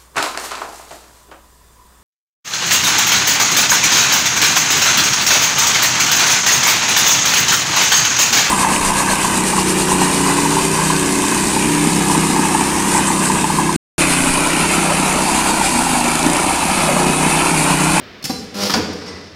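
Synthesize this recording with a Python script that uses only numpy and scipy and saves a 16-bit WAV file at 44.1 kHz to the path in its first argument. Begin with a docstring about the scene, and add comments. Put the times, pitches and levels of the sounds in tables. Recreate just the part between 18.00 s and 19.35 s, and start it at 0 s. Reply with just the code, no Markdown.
"""One weld on a bench spot welder

A valve clacks and the electrodes close with a thud and a thin ring. Mains current buzzes in the frame
while the joint spits sparks; then the arm is released with a bang, air hisses away and the arm
settles on its stop. The workshop reverberates over a steady background rush."""
import sys
import numpy as np
from scipy import signal
from scipy.fft import rfft, irfft, next_fast_len
from scipy.io import wavfile
from scipy.ndimage import map_coordinates

SR = 44100
rng = np.random.default_rng(int(sys.argv[2]) if len(sys.argv) > 2 else 0)


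def log_audio(samples):
    """Write samples as a 16-bit WAV file to the path given in sys.argv[1]."""
    # one column per channel
    frames = np.atleast_2d(samples).T
    # limit to full scale, then quantise
    limited = np.clip(frames, -1, 1)
    pcm = np.round(limited * 32767).astype(np.int16)
    wavfile.write(sys.argv[1], SR, pcm)


N = 59535
T = np.arange(N) / SR
WELD_ON_S, WELD_OFF_S, BUZZ_HZ = 0.5465, 0.647, 99.75
FLUTTER_DB = 2.5

# the arm closing, released and at rest: start_s, crack_db, hold_s, frame_ring_db
ARM_BLOWS = [(0.2943, -25, 0.013, -31), (0.7378, -10.5, 0.0045, -22), (1.062, -36.5, 0.027, -56)]


def amp(db):
    """Decibels to amplitude ratio."""
    return 10 ** (np.asarray(db) / 20)


def along(points, hz):
    """Interpolation of (frequency_hz, value) points on a logarithmic frequency axis."""
    freqs, values = np.transpose(points)
    return np.interp(np.log(hz + 1), np.log(freqs + 1), values)


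def level(rows):
    """Amplitude envelope through (time_s, level_db) points."""
    return amp(np.interp(T, *np.transpose(rows)))


def wobble(rate):
    """Smooth random modulation: a spline through rate Gaussian values a second."""
    return map_coordinates(rng.standard_normal(2048), [T * rate], mode="wrap")


def filtered(x, response):
    """Linear filtering: the spectrum is multiplied by a frequency response."""
    size = next_fast_len(N + SR // 2)
    return irfft(rfft(x, size) * response(np.fft.rfftfreq(size, 1 / SR)), size)[:N]


def coloured(x, spectrum):
    """Spectral shaping, normalised to rms 1."""
    shaped = filtered(x, lambda hz: amp(along(spectrum, hz)))
    return shaped / np.sqrt(np.mean(shaped ** 2) + 1e-20)


def noise(spectrum):
    """Coloured Gaussian noise of rms 1."""
    return coloured(rng.standard_normal(N), spectrum)


def burst(start, attack, hold, t60):
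    """Transient envelope: a rise, then exponential decay once the hold ends; times in seconds."""
    age = np.maximum(T - start, 0)
    return (1 - np.exp(-age / attack)) * amp(-60 * np.maximum(age - hold, 0) / t60)


def ring(modes, start, attack):
    """Free vibration: each struck mode is a damped sinusoid."""
    return sum(amp(db) * burst(start, attack, 0, t60) * np.sin(2 * np.pi * hz * (T - start))
               for hz, db, t60 in modes)


def beating(modes, start, attack, jitter_rad):
    """Beats: each damped mode interferes with a weaker one just above it; phase and level waver."""
    max_beat_hz = 16
    x = np.zeros(N)
    for hz, db, t60 in modes:
        phase = 2 * np.pi * hz * (T - start) + jitter_rad * wobble(34.7)
        beat = 2 * np.pi * (max_beat_hz * rng.uniform(0.493, 1) * T + rng.random())
        envelope = amp(db + FLUTTER_DB * wobble(44.82)) * burst(start, attack, 0, t60)
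        x += envelope * (np.sin(phase) + 0.5 * np.sin(phase + beat))
    return x


def in_room(x, wet_db):
    """Reverberation: direct sound plus its convolution with a diffuse, decaying tail."""
    # reverberation times: frequency_hz, t60_s
    decay_times = [(100, 0.92), (500, 0.78), (2000, 0.63), (5000, 0.81), (9000, 0.68), (15000, 0.34)]
    hz, t, bands = signal.stft(rng.standard_normal(SR), SR, nperseg=256)
    decay = amp(-60 * t / along(decay_times, hz)[:, None])
    tail = signal.istft(bands * decay, SR, nperseg=256)[1]
    response = np.pad(tail, (SR // 200, 0)) / np.linalg.norm(tail)  # 5 ms late
    return x + amp(wet_db) * signal.fftconvolve(x, response)[:N]


def workshop():
    """Ambient noise: a dull broadband rush with a faint, wavering tone."""
    # spectrum of the rush: frequency_hz, relative_db
    spectrum = [(25, -26), (50, -8.5), (85, -1), (125, -3.5), (260, -2.5), (500, -5), (900, -12),
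                (1400, -9.5), (2200, -9.5), (3500, -14.5), (5300, -17), (7500, -35), (10000, -42.5),
                (16000, -39)]
    # envelope of the rush: time_s, level_db
    envelope = [(0, -37), (.2, -40.5), (.5, -40), (1.35, -45)]
    whine_hz, whine_db = 3610, -55.5
    whine = amp(whine_db + 1.3 * wobble(17)) * np.sin(2 * np.pi * whine_hz * T + wobble(37))
    return level(envelope) * noise(spectrum) + whine


def air():
    """Turbulent flow: the cylinder vents in a falling gush, then hisses until the arm is home."""
    # spectrum of the gush: frequency_hz, relative_db
    gush_spectrum = [(40, -31), (150, -3), (300, 11.5), (500, 9.5), (700, 5.5), (1400, -0.5), (2300, -2),
                     (4000, -6), (4900, -20), (5800, -33), (7500, -17), (16000, -44)]
    # spectrum of the leak: frequency_hz, relative_db
    leak_spectrum = [(40, -26), (170, 9), (300, 10.5), (500, 9), (700, 3), (1400, 2), (2000, 0.5),
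                     (3300, -6.5), (5200, 3), (7000, -14), (9000, -19.5), (12000, -31), (16000, -38)]
    start_s, end_s = 0.731, 1.127
    gush_db, fall_db_per_s, leak_db = -22, 73, -34.5
    gush = amp(gush_db) * burst(start_s, 0.0055, 0.014, 60 / fall_db_per_s) * noise(gush_spectrum)
    leak = amp(leak_db) * burst(start_s, 0.062, end_s - start_s, 1.56) * noise(leak_spectrum)
    return (gush + leak) * amp(0.85 * wobble(89.13))


def valve():
    """Impact noise: valve and linkage switch with bright clacks and a short ping."""
    # clacks: start_s, level_db, hold_s
    clacks = [(.2258, -33, 0.0024), (0.2406, -22.5, 0.0086), (.251, -20, 0.0076), (0.932, -36, 0.0024)]
    # spectrum of a clack: frequency_hz, relative_db
    spectrum = [(40, -38), (200, 8), (500, -2.5), (1200, -10), (3000, -2.5), (4300, -1), (5300, 6.5),
                (6500, -3.5), (9000, -7.5), (12000, -9), (16000, -17)]
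    # mode of the valve: pitch_hz, level_db, t60_s
    ping = [(4330, -22.5, 0.046)]
    rattle = sum(amp(db) * burst(start, 0.00046, hold, 0.027) * noise(spectrum)
                 for start, db, hold in clacks)
    return in_room(rattle, wet_db=-1.5) + ring(ping, clacks[0][0], attack=0.005)


def housing():
    """Heavy damping: the housing's modes die quickly, giving dull thuds as the mechanism shifts."""
    # thuds: start_s, gain_db
    thuds = [(.248, -18.5), (.297, -8), (.759, -24), (.793, -11.5)]
    # modes of the housing: pitch_hz, relative_db, t60_s
    modes = [(200.4, -1.5, 0.045), (237, 0, 0.067), (500, -9, .05), (772, -7.5, 0.044), (1180, -20, 0.08)]
    return in_room(sum(amp(db) * ring(modes, start, attack=0.0052) for start, db in thuds), wet_db=-2.5)


def metal_parts():
    """Light damping: the electrodes, the arm and its stop each ring on after a blow."""
    # modes of the closing electrodes: pitch_hz, level_db, t60_s
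    electrode_modes = [(4072, -31, .65), (5103, -42, .5), (5400, -41, .5), (8732, -43, .52),
                       (12320, -53, .5), (13250, -42, .4)]
    # modes of the arm springing back: pitch_hz, level_db, t60_s
    arm_modes = [(4720, -26, 0.28), (4869, -30, 0.31), (5210, -36, 0.32), (1455, -24, 0.4)]
    # modes of the stop: pitch_hz, level_db, t60_s
    stop_modes = [(1997, -36.5, 0.82), (5430, -34, 0.38), (8540, -45, 0.33)]
    close_s, release_s, rest_s = [blow[0] for blow in ARM_BLOWS]
    return (beating(electrode_modes, close_s, attack=0.0047, jitter_rad=0.98)
            + beating(arm_modes, release_s, attack=0.0027, jitter_rad=0.49)
            + beating(stop_modes, rest_s, attack=0.022, jitter_rad=1.0))


def arm():
    """Impulsive excitation: each blow of the arm is a broadband crack that sets the frame ringing."""
    # spectrum of a crack: frequency_hz, relative_db
    spectrum = [(40, -40), (150, -1), (400, -0.5), (850, 2), (1500, -1.5), (2200, -5), (4100, -7.5),
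                (4800, 3), (6000, -3.5), (8000, -17), (10000, -21.5), (16000, -32)]
    # modes of the frame: pitch_hz, relative_db, t60_s
    frame_modes = [(85.9, -11, 2.8), (180, -5.5, 1.5), (226, 1, 0.7), (244.8, -11.5, 0.9), (286.4, -7, 1.5),
                   (318, -3.5, .8), (422, -5.5, 1.33), (481, -5, 1.34), (780, -18, 1.1), (914, -23, 0.48),
                   (1360, -18, 0.26)]
    cracks, frame = np.zeros((2, N))
    for start, crack_db, hold, ring_db in ARM_BLOWS:
        cracks += amp(crack_db) * burst(start, 0.00019, hold, 0.046) * noise(spectrum)
        frame += amp(ring_db) * beating(frame_modes, start, attack=0.013, jitter_rad=0.92)
    return in_room(cracks, wet_db=-4) + frame


def transformer():
    """Forced vibration: the welding current shakes the frame at twice the mains frequency."""
    # partials of the buzz: harmonic_number, rms_db
    harmonics = [(1, -39), (2, -27), (3, -36.5), (4, -33), (5, -31), (6, -35.5), (7, -47), (8, -37.5),
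                 (10, -43.5), (13, -41), (14, -40)]
    buzz = np.zeros(N)
    for k, db in harmonics:
        hold = WELD_OFF_S - WELD_ON_S + 0.0044 * k  # upper harmonics last longer
        envelope = amp(db + FLUTTER_DB * wobble(24.9)) * burst(WELD_ON_S, 0.015, hold, t60=0.16)
        phase = 2 * np.pi * (k * BUZZ_HZ * T + rng.random()) + 0.055 * k * wobble(39.7)
        buzz += envelope * np.sin(phase)
    return in_room(np.sqrt(2) * buzz, wet_db=-15)


def sparks():
    """Amplitude modulation: dense pops of molten metal surge with each half cycle of the current."""
    # envelope of the sizzle: time_s, level_db
    envelope = [(.52, -110), (.545, -32), (.555, -31), (.59, -26.5), (.63, -20), (.658, -20), (.685, -22),
                (.73, -23.5), (.78, -27), (.9, -100)]
    # spectrum of the sizzle: frequency_hz, relative_db
    spectrum = [(40, -27), (200, 2), (700, 3), (1400, -1.5), (2500, -1), (3800, 1), (5200, 5.5), (7500, -8),
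                (11000, -11), (16000, -17.5)]
    pops = rng.standard_normal(N) * amp(3 * rng.standard_normal(N) + wobble(200))
    surge = amp(1.1 * np.cos(2 * np.pi * BUZZ_HZ * (T - WELD_ON_S)))
    return in_room(level(envelope) * coloured(pops * surge, spectrum), wet_db=-16.5)


def spit():
    """Expulsion: a last large squirt of molten metal radiates a short noise burst."""
    # the squirt: start_s, level_db, hold_s
    squirts = [(.6965, -16, 0.0085)]
    # its spectrum: frequency_hz, relative_db
    spectrum = [(40, -29), (250, 12), (700, -4), (1350, 8.5), (2400, -4.5), (3600, 2), (5200, 0.5),
                (7000, -10.5), (9000, -28), (11300, -14), (14000, -12.5), (16000, -20)]
    direct = sum(amp(db) * burst(start, 0.00074, hold, 0.035) * noise(spectrum)
                 for start, db, hold in squirts)
    return in_room(direct, wet_db=0)


def scene():
    """Superposition: the welder's sources and the background add in one channel."""
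    mechanism = valve() + arm() + housing() + metal_parts()
    return (mechanism + transformer() + sparks() + spit() + air() + workshop())[None]


def record(dry):
    """Soft saturation rounds the highest peaks; a low-pass filter limits the bandwidth."""
    ceiling, cutoff_hz = 0.72, 15800
    rounded = dry[0] / (1 + np.abs(dry[0] / ceiling) ** 6) ** (1 / 6)
    return filtered(rounded, lambda hz: hz < cutoff_hz)[None]


dry = scene()
out = record(dry)
log_audio(out)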